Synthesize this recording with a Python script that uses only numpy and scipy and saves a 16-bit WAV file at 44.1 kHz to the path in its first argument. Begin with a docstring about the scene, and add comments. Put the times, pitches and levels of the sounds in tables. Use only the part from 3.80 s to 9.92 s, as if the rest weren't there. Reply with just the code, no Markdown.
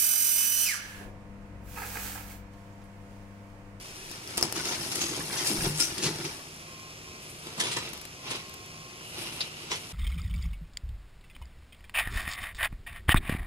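"""A concrete water tank topples in an open yard, pushed over by an excavator.
Its legs fail by brittle fracture, cracking and shedding gravel; impact excites the modes of the
hollow shell, which booms on the ground and rocks once. Rubble then slides and knocks as it settles.
Behind it the engine drones, the hydraulic pump whines and oil rasps through the valves.
Two spaced microphones hear the scene with differences of arrival time and level."""
import sys
import numpy as np
from scipy import signal
from scipy.fft import rfft, irfft
from scipy.io import wavfile

SR = 44100
rng = np.random.default_rng(int(sys.argv[2]) if len(sys.argv) > 2 else 0)


def unload_wav(signal):
    """Save mono or channel-first audio to the path in sys.argv[1] as 16-bit WAV at rate SR, clipped to [-1, 1]."""
    wavfile.write(
        sys.argv[1],
        SR,
        np.round(np.clip(np.atleast_2d(signal).T, -1, 1) * 32767).astype(np.int16),
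    )


N = 270068
TIME = np.arange(N) / SR
MIC_DELAY_S = .00032  # sound travel between the microphones
MACHINE_BEARING = 0.8  # 0 ahead, 1 fully to the side
PUMP_SLOPES_DB_PER_S = (109, 92)  # rise, fall

# Reverberation of the yard: (frequency [Hz], t60 [s])
YARD_DECAY = [(100, 0.078), (1000, 0.091), (5000, 0.12), (14000, 0.016)]
# Steady machine tones, the engine's and at 710.6 Hz the pump's second harmonic: (frequency [Hz], level [dB])
MACHINE_TONES = [(44, -66.5), (122, -64), (156, -57), (377, -62.5), (630, -66), (710.6, -65)]
# Spectra of the engine's drone and the excavator's hiss: (frequency [Hz], relative level [dB])
DRONE_SPECTRUM = [(15, -31), (28, -20), (44, -18), (60, -3.5), (100, 1.5), (150, -2), (190, -2.5),
                  (250, -5), (350, -3.5), (500, -7.5), (850, -14), (1500, -42.5)]
HISS_SPECTRUM = [(400, -9.5), (750, -10.5), (1150, -2.5), (1700, -8), (2500, -1), (3900, -9), (5400, -4),
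                 (7500, -12), (10500, -12.5), (13500, -22), (15500, -48)]
# Pump harmonics: (order [1], relative level [dB])
PUMP_HARMONICS = [(1, -9.5), (3, 0.5), (7, 0)]
# Boom strokes loading the pump: (time [s], hold [s], level [dB], fundamental [Hz])
BOOM_STROKES = [(2.89, 0.18, -54, 354), (3.255, 0.12, -55.5, 353), (4.443, 0.069, -52.5, 346),
                (4.51, 0.64, -55.5, 356.5)]
# Oil flow through the valves: (time [s], hold [s], level [dB], resonance [Hz])
VALVE_FLOWS = [(5.24, 0.41, -50.5, 2860), (5.68, 0.34, -53.5, 2820)]
# Thin ticks nearby: (time [s], relative level [dB])
TICK_EVENTS = [(4.09, -38), (4.1332, -32.5), (4.1756, -39.5), (4.214, -35.5), (4.252, -35), (4.695, -39),
               (4.74, -38), (4.86, -44)]
# Spectra of the ticks and of each kind of debris: (frequency [Hz], relative level [dB])
TICK_SPECTRUM = [(3000, -2.5), (7000, -3.5), (10000, -1.5), (12500, 1), (14000, -12), (16000, -29)]
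RUBBLE_SPECTRUM = [(60, -43), (120, 10), (250, 3.5), (400, 8), (700, 2.5), (1050, 5), (1700, 0), (2400, 9),
                   (3000, 7.5), (5500, 3), (7500, -8.5), (12000, -49)]
GRIT_SPECTRUM = [(4500, -54), (7500, -5), (10000, 0.5), (12000, -8), (14000, -12.5), (16000, -38)]
GRAVEL_SPECTRUM = [(290, -29.5), (500, 0), (637, 4.5), (736, 0), (915, 5.5), (1210, -1), (3220, 0),
                   (3650, -1), (5420, 5), (9000, -15.5), (16000, -25)]
CHUNK_SPECTRUM = [(50, -9.5), (80, -2), (140, 3.5), (230, 0), (290, 3), (370, 2.5), (540, -6.5),
                  (750, -13.5), (1400, -14.5), (9000, -36)]
SLAB_SPECTRUM = [(50, -27), (120, -4), (340, 1.5), (470, 1.5), (800, -8), (1000, 7.5), (1110, 1), (1240, 1),
                 (1450, -2.5), (1850, 2.5), (2450, 3.5), (3100, 6), (5200, 0.5), (6100, 1), (7000, -2.5),
                 (9800, -3.5), (12000, -16), (16000, -36)]
# Slides of the settling heap: (time [s], hold [s], rubble level [dB], grit level [dB])
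RUBBLE_SLIDES = [(3.42, 0.61, -56, -55.5), (3.82, 0.24, -38.5, -54), (4.48, 0.041, -38, -52),
                 (5.25, 0.09, -54, -50), (5.39, 0.099, -39, -46), (5.53, 0.11, -44.5, -52),
                 (5.78, 0.15, -45.5, -55), (5.97, 0.18, -49.5, -53)]
# Masonry giving way: (time [s], hold [s], gravel level [dB], chunk level [dB], grit level [dB])
MASONRY_POURS = [(0.02, 0.3, -52.5, -62, -55), (0.31, 0.03, -44.5, -52, -53),
                 (0.49, 0.39, -44.5, -49.5, -49), (0.78, 0.18, -35.5, -46, -47),
                 (1.02, 0.5, -39.5, -44.5, -44), (1.53, 0.14, -36.5, -51.5, -41.5),
                 (1.68, 0.15, -36.5, -45, -37.5), (1.83, 0.011, -35, -42, -49),
                 (2.09, 0.33, -41.5, -46, -47), (2.43, 0.0076, -39.5, -50, -52)]
# Reinforcing bars breaking or being struck:
# (time [s], level [dB], frequency [Hz], bandwidth [Hz], t60 [s], rise [s])
BAR_STRIKES = [(0.626, -26, 5260, 400, 0.023, 0.00095), (0.887, -31, 6140, 500, 0.095, 0.0036),
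               (1.012, -35, 5140, 300, 0.1, 0.0038), (1.214, -24, 6250, 400, 0.054, 0.0016),
               (2.003, -26, 5240, 180, 0.2, 0.0021), (2.021, -27, 5860, 400, 0.26, 0.0038),
               (5.608, -25.5, 4700, 258, 0.052, 0.0044)]
# Brittle failure of the legs: (time [s], ring level [dB], tick level [dB])
LEG_SNAPS = [(0.3136, -42, -23), (0.4753, -29, -29), (0.5785, -29, -9.5), (0.627, -7.5, -10.5),
             (0.725, -23, -12.5), (0.7655, -38, -25), (1.6752, -28, -23), (2.0027, -18, -30)]
# Concrete tearing, and slabs dropping onto the heap:
# (time [s], level [dB], t60 [s], build-up [s], bass gain [dB], treble gain [dB])
FRACTURES = [(0.315, -37.5, 0.048, .004, 4, -18), (0.5735, -26, 0.022, .004, 3, 8),
             (0.579, -28, 0.13, 0.022, 10, 2), (0.612, -28, 0.032, 0.01, 14, 7),
             (0.629, -27.5, 0.2, .006, 14.5, 4.5), (0.763, -29.5, 0.087, 0.049, 11.5, 1),
             (0.856, -35, 0.59, 0.092, -6, 3), (0.912, -36.5, 0.13, .04, 26, -4),
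             (1.118, -32, 0.11, 0.023, -17, 3), (1.158, -30.5, 0.14, 0.058, -13, 9),
             (1.214, -29.5, 0.68, 0.16, 5, 0.5), (1.575, -30.5, 0.33, 0.034, -5, 2),
             (1.675, -28, 0.31, 0.14, -11, 10.5), (1.857, -26.5, 0.089, 0.071, 13, -26),
             (2.003, -25.5, 0.33, 0.15, -1, 6), (2.182, -34, 0.1, 0.056, 2, 6),
             (2.24, -25, 0.27, 0.094, 2.5, 0.5), (2.268, -26, 0.11, 0.054, 11.5, -5),
             (2.458, -25.5, 0.026, 0.036, 3, -27)]
SLAB_KNOCKS = [(3.671, -42.5, 0.56, 0.23, 10, 2), (3.78, -32.5, 0.31, 0.013, 12.5, 5),
               (3.802, -22, 0.096, 0.015, -3, 4), (3.846, -32, 0.39, 0.21, 2.5, 2),
               (3.92, -27.5, 0.14, 0.031, -7, 2.5), (3.968, -30, 0.2, 0.043, 3.5, 2),
               (4.511, -29, 0.13, 0.057, 3, 3), (4.56, -33.5, 0.055, 0.055, -0.5, 1),
               (5.21, -40.5, 0.04, .01, 10, -5), (5.608, -30, 0.12, 0.02, -11, -21),
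               (5.921, -26, 0.16, 0.06, 1, -5), (5.959, -34.5, 0.11, 0.045, -16, 3)]
# Spectra of a snap's tick, tearing concrete and shaking earth: (frequency [Hz], relative level [dB])
SNAP_SPECTRUM = [(500, 0), (3000, -7), (11000, -2), (16000, -10)]
FRACTURE_SPECTRUM = [(53, -62), (90, -26), (345, 0), (521, -6.5), (998, -4.5), (1950, -1.5), (2480, 3.5),
                     (4260, 3), (5300, 7.5), (7490, 1), (10800, -4), (16000, -24)]
EARTH_SPECTRUM = [(15, -14), (27, 16), (46, -2), (90, -7), (140, -14), (300, -29)]
# Ground vibration as the machine pushes and the tank lands: (time [s], hold [s], level [dB])
GROUND_SHOCKS = [(0.02, 0.31, -56), (1.785, 0.092, -41.5)]
# Modes of the hollow shell: (frequency [Hz], relative level [dB], t60 [s])
TANK_MODES = [(90.5, 5, 0.1), (149.1, -1.5, 0.43), (164, -5, 0.38), (211.3, -3, 0.32), (289, -5, 0.18),
              (310.6, 1, 0.2), (336.3, 5, 0.16), (381.8, 2.5, 0.19), (416, -2.5, 0.25), (484, -1.5, 0.18)]
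# The tank and its beams striking the ground: (time [s], level [dB], favoured frequency [Hz])
TANK_BLOWS = [(0.634, -34.5, 200), (0.74, -25, 320), (0.848, -30.5, 364), (1.141, -30, 366),
              (1.308, -28, 365), (1.385, -30.5, 336), (1.604, -29.5, 343), (1.7, -21.5, 248),
              (1.745, -27, 295), (1.785, -28, 109), (1.814, -26, 129), (1.84, -22.5, 403),
              (1.858, -22, 150), (1.893, -32.5, 145), (1.997, -28, 335), (2.181, -26.5, 337),
              (2.232, -23, 380), (2.254, -25.5, 173), (2.266, -25.5, 313), (2.384, -32.5, 146),
              (2.387, -31, 335), (2.443, -29, 352), (3.772, -37, 190)]


def gain_of(db):
    """Amplitude grows tenfold for every 20 dB."""
    return 10 ** (np.asarray(db) / 20)


def unit_rms(x):
    """Normalisation to unit mean power."""
    return x / np.sqrt(np.mean(x ** 2) + 1e-20)


def curve_at(points, hz):
    """Interpolation on a logarithmic frequency axis."""
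    f, value = np.transpose(points)
    return np.interp(np.log(hz + 1), np.log(f + 1), value)


def colour(x, spectrum, size=4096):
    """Minimum-phase filtering at unit power gain: the phase follows from the log magnitude."""
    db = curve_at(spectrum, abs(np.fft.fftfreq(size, 1 / SR)))
    log_gain = np.log(gain_of(np.maximum(db, -100)))
    taps = np.fft.ifft(np.exp(np.conj(signal.hilbert(log_gain)))).real[:size // 2]
    return signal.fftconvolve(x, taps[None] / np.linalg.norm(taps), axes=1)[:, :x.shape[1]]


def wander(per_s, size=N):
    """Random modulation of unit rms, interpolated between per_s values a second."""
    knots = rng.standard_normal(size // 40)
    return unit_rms(np.interp(TIME[:size] * per_s, np.arange(len(knots)), knots))


def envelope(s, hold, rise_db_per_s, fall_db_per_s):
    """Exponential growth until time s, a plateau, then exponential decay."""
    before, after = np.maximum(s - TIME, 0), np.maximum(TIME - s - hold, 0)
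    return gain_of(-rise_db_per_s * before - fall_db_per_s * after)


def spells(rows, rise_db_per_s, fall_db_per_s):
    """Incoherent sources add in power; each level column gives one gain curve."""
    power = sum(np.outer(gain_of(dbs), envelope(s, hold, rise_db_per_s, fall_db_per_s)) ** 2
                for s, hold, *dbs in rows)
    return np.sqrt(power)


def clicks(size, per_s, spread_db, focus=0, rightward=0.49, shade=0.12):
    """Poisson impulses whose bearing sets stereo delay and level; the share focus comes from one spot."""
    draws = rng.random((size, 5))
    at = np.flatnonzero(draws[:, 0] < per_s / SR)
    _, strength, sign, side, stray = draws[at].T
    click = np.sign(sign - .5) * gain_of(spread_db * np.minimum(-np.log(1 - strength), 4))
    bearing = 2 * np.where(stray < focus, rng.uniform(.4, .6), side) - 1
    lag = np.round((bearing - rightward) * MIC_DELAY_S * SR).astype(int)
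    left = np.bincount(at, click * (1 + shade * bearing), size)
    right = np.bincount((at + lag) % size, click * (1 - shade * bearing), size)
    return unit_rms(np.array([left, right]))


def shot_noise(spectrum, per_s, spread_db, clump_db, clumps_per_s, focus=0, rightward=.35):
    """Filtered impulses merge into noise; amplitude modulation groups them in clumps."""
    impulses = clicks(N, per_s, spread_db, focus, rightward)
    return unit_rms(colour(impulses * gain_of(clump_db * wander(clumps_per_s)), spectrum))


def fragments(spectrum, per_s, spread_db, clump_db, clumps_per_s, heaps=4, resonance_db=2.):
    """Superposition of several heaps, each with its own random resonances and spurts."""
    hz = np.geomspace(spectrum[0][0] + 1, SR / 2, num=90)
    spectra = curve_at(spectrum, hz) + resonance_db * rng.standard_normal((heaps, len(hz)))
    return unit_rms(sum(
        shot_noise(np.c_[hz, db], per_s / heaps, spread_db, clump_db, clumps_per_s, focus=0.5)
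        for db in spectra))


def yard_reverb(x):
    """Scattering from ground and walls leaves a short diffuse tail; the top treble decays first."""
    hz, t, bands = signal.stft(clicks(SR // 2, 4000, 1.0), SR, nperseg=256)
    fade = np.minimum(t / 0.0016, 1) * gain_of(-60 * t / curve_at(YARD_DECAY, hz)[:, None])
    tail = signal.istft(bands * fade, SR, nperseg=256)[1]
    return signal.fftconvolve(x, tail / np.linalg.norm(tail[0]), axes=1)[:, :N]


def lean_left(x, treble_db):
    """The left microphone hears more treble than the right."""
    tilt = [(500, -0.39), (2700, -1.3), (5000, treble_db), (9000, 0.84 * treble_db)]
    tilt_db = curve_at(tilt, np.fft.rfftfreq(N, 1 / SR))
    return irfft(rfft(x) * gain_of([tilt_db / 2, -tilt_db / 2]), N)


def drone_and_hiss(drone_db=-52, hiss_db=-46.5):
    """Steady broadband noise: the engine's low drone and the hiss of the excavator."""
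    drone = shot_noise(DRONE_SPECTRUM, 8000, 0.88, 0.1, 14)
    hiss = shot_noise(HISS_SPECTRUM, 20000, 3.6, 0.22, 46, focus=0.66, rightward=MACHINE_BEARING)
    return gain_of(drone_db) * drone + gain_of(hiss_db) * hiss


def machine_hum(waver=.008, throb_db=2.5):
    """The machine's steady tones carry slight random amplitude and frequency modulation."""
    out = np.zeros(N)
    for hz, db in MACHINE_TONES:
        throb = gain_of(db + throb_db * wander(12))
        clock = np.cumsum(1 + waver * wander(20)) / SR
        out += throb * np.sin(2 * np.pi * hz * clock)
    return out


def pump_whine(waver=0.00192, throb_db=1.5):
    """Periodic pumping radiates harmonics that swell under the load of each boom stroke."""
    out = np.zeros((2, N))
    clock = np.cumsum(1 + waver * wander(24.88)) / SR - np.array([[MIC_DELAY_S / 2], [0]])
    harmonics = [(k, gain_of(db + throb_db * wander(14))) for k, db in PUMP_HARMONICS]
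    for s, hold, db, hz in BOOM_STROKES:
        load = gain_of(db) * envelope(s, hold, *PUMP_SLOPES_DB_PER_S)
        out += load * sum(gain * np.sin(2 * np.pi * k * hz * clock) for k, gain in harmonics)
    return out


def valve_rasp(half_width_hz=260):
    """Sputtering oil drives a valve's resonance, giving one raspy band."""
    out, t = np.zeros((2, N)), np.arange(SR // 100) / SR
    sputter = clicks(N, 1500, 1.0, focus=0.44, rightward=MACHINE_BEARING)
    for s, hold, db, hz in VALVE_FLOWS:
        ring = t * np.exp(-2 * np.pi * half_width_hz * t) * np.sin(2 * np.pi * hz * t)
        rasp = signal.oaconvolve(sputter, ring[None], axes=1)[:, :N]
        out += gain_of(db) * envelope(s, hold, *PUMP_SLOPES_DB_PER_S) * unit_rms(rasp)
    return out


def add(mix, s, sound):
    """Linear superposition of a stereo sound starting at time s."""
    part = mix[:, max(round(s * SR), 0):][:, :sound.shape[1]]
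    part += sound[:, :part.shape[1]]


def ticks(level_db=-2.5, t60=0.033, left_db=9):
    """Rapidly decaying bursts of high noise are heard as thin ticks on the left."""
    out, t = np.zeros((2, N)), np.arange(SR // 10) / SR
    for s, db in TICK_EVENTS:
        burst = clicks(len(t), 20000, 2.6) * gain_of(db + level_db - 60 * t / t60)
        add(out, s, colour(burst, TICK_SPECTRUM))
    return out * gain_of([[left_db / 2], [-left_db / 2]])


def settling():
    """Many small collisions merge into spells of sliding rubble and trickling grit."""
    rubble, grit = spells(RUBBLE_SLIDES, rise_db_per_s=202, fall_db_per_s=90)
    return (rubble * fragments(RUBBLE_SPECTRUM, 6000, 3.5, 2.8, 40)
            + grit * shot_noise(GRIT_SPECTRUM, 4500, 1.6, 2.2, 60))


def lumps(low_hz=800, high_hz=6000, overtone=1.6, count=1500, fall_s=3, decay_cycles=8, spread_db=2.9):
    """Colliding lumps of concrete each clack in two heavily damped, inharmonic modes."""
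    out, t = np.zeros((2, N)), np.arange(SR // 40) / SR
    for when, smallness, strength, side in rng.random((count, 4)):
        hz = low_hz * (high_hz / low_hz) ** np.sqrt(smallness)
        cycles = hz * np.maximum(t - MIC_DELAY_S * np.array([[2 * side], [.5]]), 0)
        ratio = overtone + (side - .5) / 2
        modes = np.sin(2 * np.pi * cycles) + np.sin(2 * np.pi * ratio * cycles)
        gain = gain_of(spread_db * min(-np.log(1 - strength), np.pi))
        add(out, when * fall_s, gain * np.exp(-cycles / decay_cycles) * modes)
    return unit_rms(out) * np.sqrt(fall_s * SR / N)  # unit rms during the fall


def crumbling(lump_share=.42):
    """Random impacts of gravel, lumps, chunks and grit pouring from the legs add in power."""
    gravel, chunks, _ = spells(MASONRY_POURS, rise_db_per_s=229, fall_db_per_s=68)
    *_, grit = spells(MASONRY_POURS, rise_db_per_s=229, fall_db_per_s=39)  # grit trickles on longer
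    stones = np.sqrt(1 - lump_share) * fragments(GRAVEL_SPECTRUM, 1600, 2.3, 2.7, 45)
    stones += np.sqrt(lump_share) * lumps()
    return (gravel * stones
            + chunks * shot_noise(CHUNK_SPECTRUM, 500, 2.26, 0.74, 29.6)
            + grit * fragments(GRIT_SPECTRUM, 12000, 2.9, 3.1, 70))


def steel_bars(overtone_db=-14):
    """Chatter against concrete drives a bar's narrow, high resonance and its weak octave."""
    out, t = np.zeros((2, N)), np.arange(SR // 3) / SR
    for s, db, hz, width_hz, t60, rise in BAR_STRIKES:
        modes = np.sin(2 * np.pi * hz * t) + gain_of(overtone_db) * np.sin(4 * np.pi * hz * t)
        ring = np.exp(-np.pi * width_hz * t) * modes
        contacts = clicks(2 * len(t), 6500, 0.89)
        chatter = unit_rms(signal.fftconvolve(contacts, ring[None], "valid", axes=1)[:, :len(t)])
        swell = gain_of(db - 60 * np.maximum(t - rise, 0) / t60) * np.minimum(t / rise, 1)
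        add(out, s - rise, swell * chatter)
    return out


def leg_snaps(hz=5250, swell_s=0.00048, overtone_db=-11, tick_t60=0.0047, right_late_s=.000025):
    """Brittle fracture releases stress abruptly, as a dry tick and a short, high ring."""
    out = np.zeros((2, N))
    t = np.maximum(np.arange(SR // 20) / SR - np.array([[0], [right_late_s]]), 0)
    burst = (t / swell_s * np.exp(1 - t / swell_s)) ** 2
    ring = burst * (np.sin(2 * np.pi * hz * t) + gain_of(overtone_db) * np.sin(4 * np.pi * hz * t))
    tick_shape = np.minimum(t / swell_s, 1) * gain_of(-60 * t / tick_t60)
    for s, ring_db, tick_db in LEG_SNAPS:
        tick = colour(clicks(t.shape[1], 32000, 0.46) * tick_shape, SNAP_SPECTRUM)
        add(out, s, gain_of(ring_db) * ring + gain_of(tick_db) * tick)
    return out


def concrete_volleys(rows, spectrum, rightward, crunch_db=2., crunch_per_s=260, resonance_db=2.5):
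    """A break or knock is an uneven volley of tiny snaps, filtered by that piece's own resonances."""
    out, t = np.zeros((2, N)), np.arange(-SR // 20, SR // 3) / SR
    hz = np.geomspace(40, SR / 2, num=130)
    for s, db, t60, build, bass, treble in rows:
        shelves = [(900, bass), (2500, 0), (6000, 0), (10000, treble), (15000, 0.77 * treble)]
        tone_db = curve_at(spectrum, hz) + curve_at(shelves, hz)
        swell = gain_of(-60 * np.maximum(t / t60, -t / build))
        crunch = unit_rms(gain_of(crunch_db * wander(crunch_per_s, len(t))))
        snaps = clicks(len(t), 9000, 2.74, focus=0.6, rightward=rightward) * swell * crunch
        tone_db += resonance_db * rng.standard_normal(len(hz))
        add(out, s + t[0], gain_of(db) * colour(snaps, np.c_[hz, tone_db]))
    return out


def ground_rumble():
    """Earth shaken by the push and the landing radiates low-frequency noise."""
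    shaking = spells(GROUND_SHOCKS, rise_db_per_s=550, fall_db_per_s=92)
    return shaking * shot_noise(EARTH_SPECTRUM, 4300, 1.0, 1.0, 26.3)


def tank_boom(falloff_db_per_octave=16, detune=0.012, rise_s=0.012, crush_db=-9, crush_t60=0.083):
    """Each impact excites the shell's damped modes near its favoured frequency and crushes the earth."""
    out, t = np.zeros((2, N)), np.arange(SR // 2) / SR
    hz, mode_db, t60 = np.transpose(TANK_MODES)[:, :, None]
    for s, db, favoured_hz in TANK_BLOWS:
        weight = gain_of(mode_db - falloff_db_per_octave * abs(np.log2(hz / favoured_hz)))
        weight /= np.linalg.norm(weight)
        pitch = hz * (1 + detune * rng.standard_normal(hz.shape))
        ring = (weight * gain_of(-60 * t / t60) * np.sin(2 * np.pi * pitch * t)).sum(0)
        grains = clicks(len(t), 3000, 0.98) * gain_of(crush_db - 60 * t / crush_t60)
        crush = colour(grains, CHUNK_SPECTRUM)
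        add(out, s, gain_of(db) * np.minimum(t / rise_s, 1) * (ring + crush))
    return out


def scene(wet_db=-11, falling_left_db=5, settling_left_db=2.0):
    """Superposition of tank, reverberant debris and excavator; the left microphone hears the debris brighter,
    most at first."""
    cracks = concrete_volleys(FRACTURES, FRACTURE_SPECTRUM, rightward=0.26)
    knocks = concrete_volleys(SLAB_KNOCKS, SLAB_SPECTRUM, rightward=0.62)
    debris = cracks + knocks + steel_bars() + leg_snaps() + crumbling() + settling()
    debris += gain_of(wet_db) * yard_reverb(debris)
    settled = np.interp(TIME, [2.0, 3.6], [0, 1])
    debris = ((1 - settled) * lean_left(debris, falling_left_db)
              + settled * lean_left(debris, settling_left_db))
    collapse = debris + tank_boom() + ground_rumble() + ticks()
    return collapse + pump_whine() + drone_and_hiss() + valve_rasp() + machine_hum()


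def record(dry):
    """A linear-phase low-pass filter limits the bandwidth."""
    cutoff_hz = 15900
    taps = signal.firwin(511, cutoff_hz, window=("kaiser", 9), fs=SR)
    return signal.oaconvolve(dry, taps[None], "same")


dry = scene()
out = record(dry)
unload_wav(out)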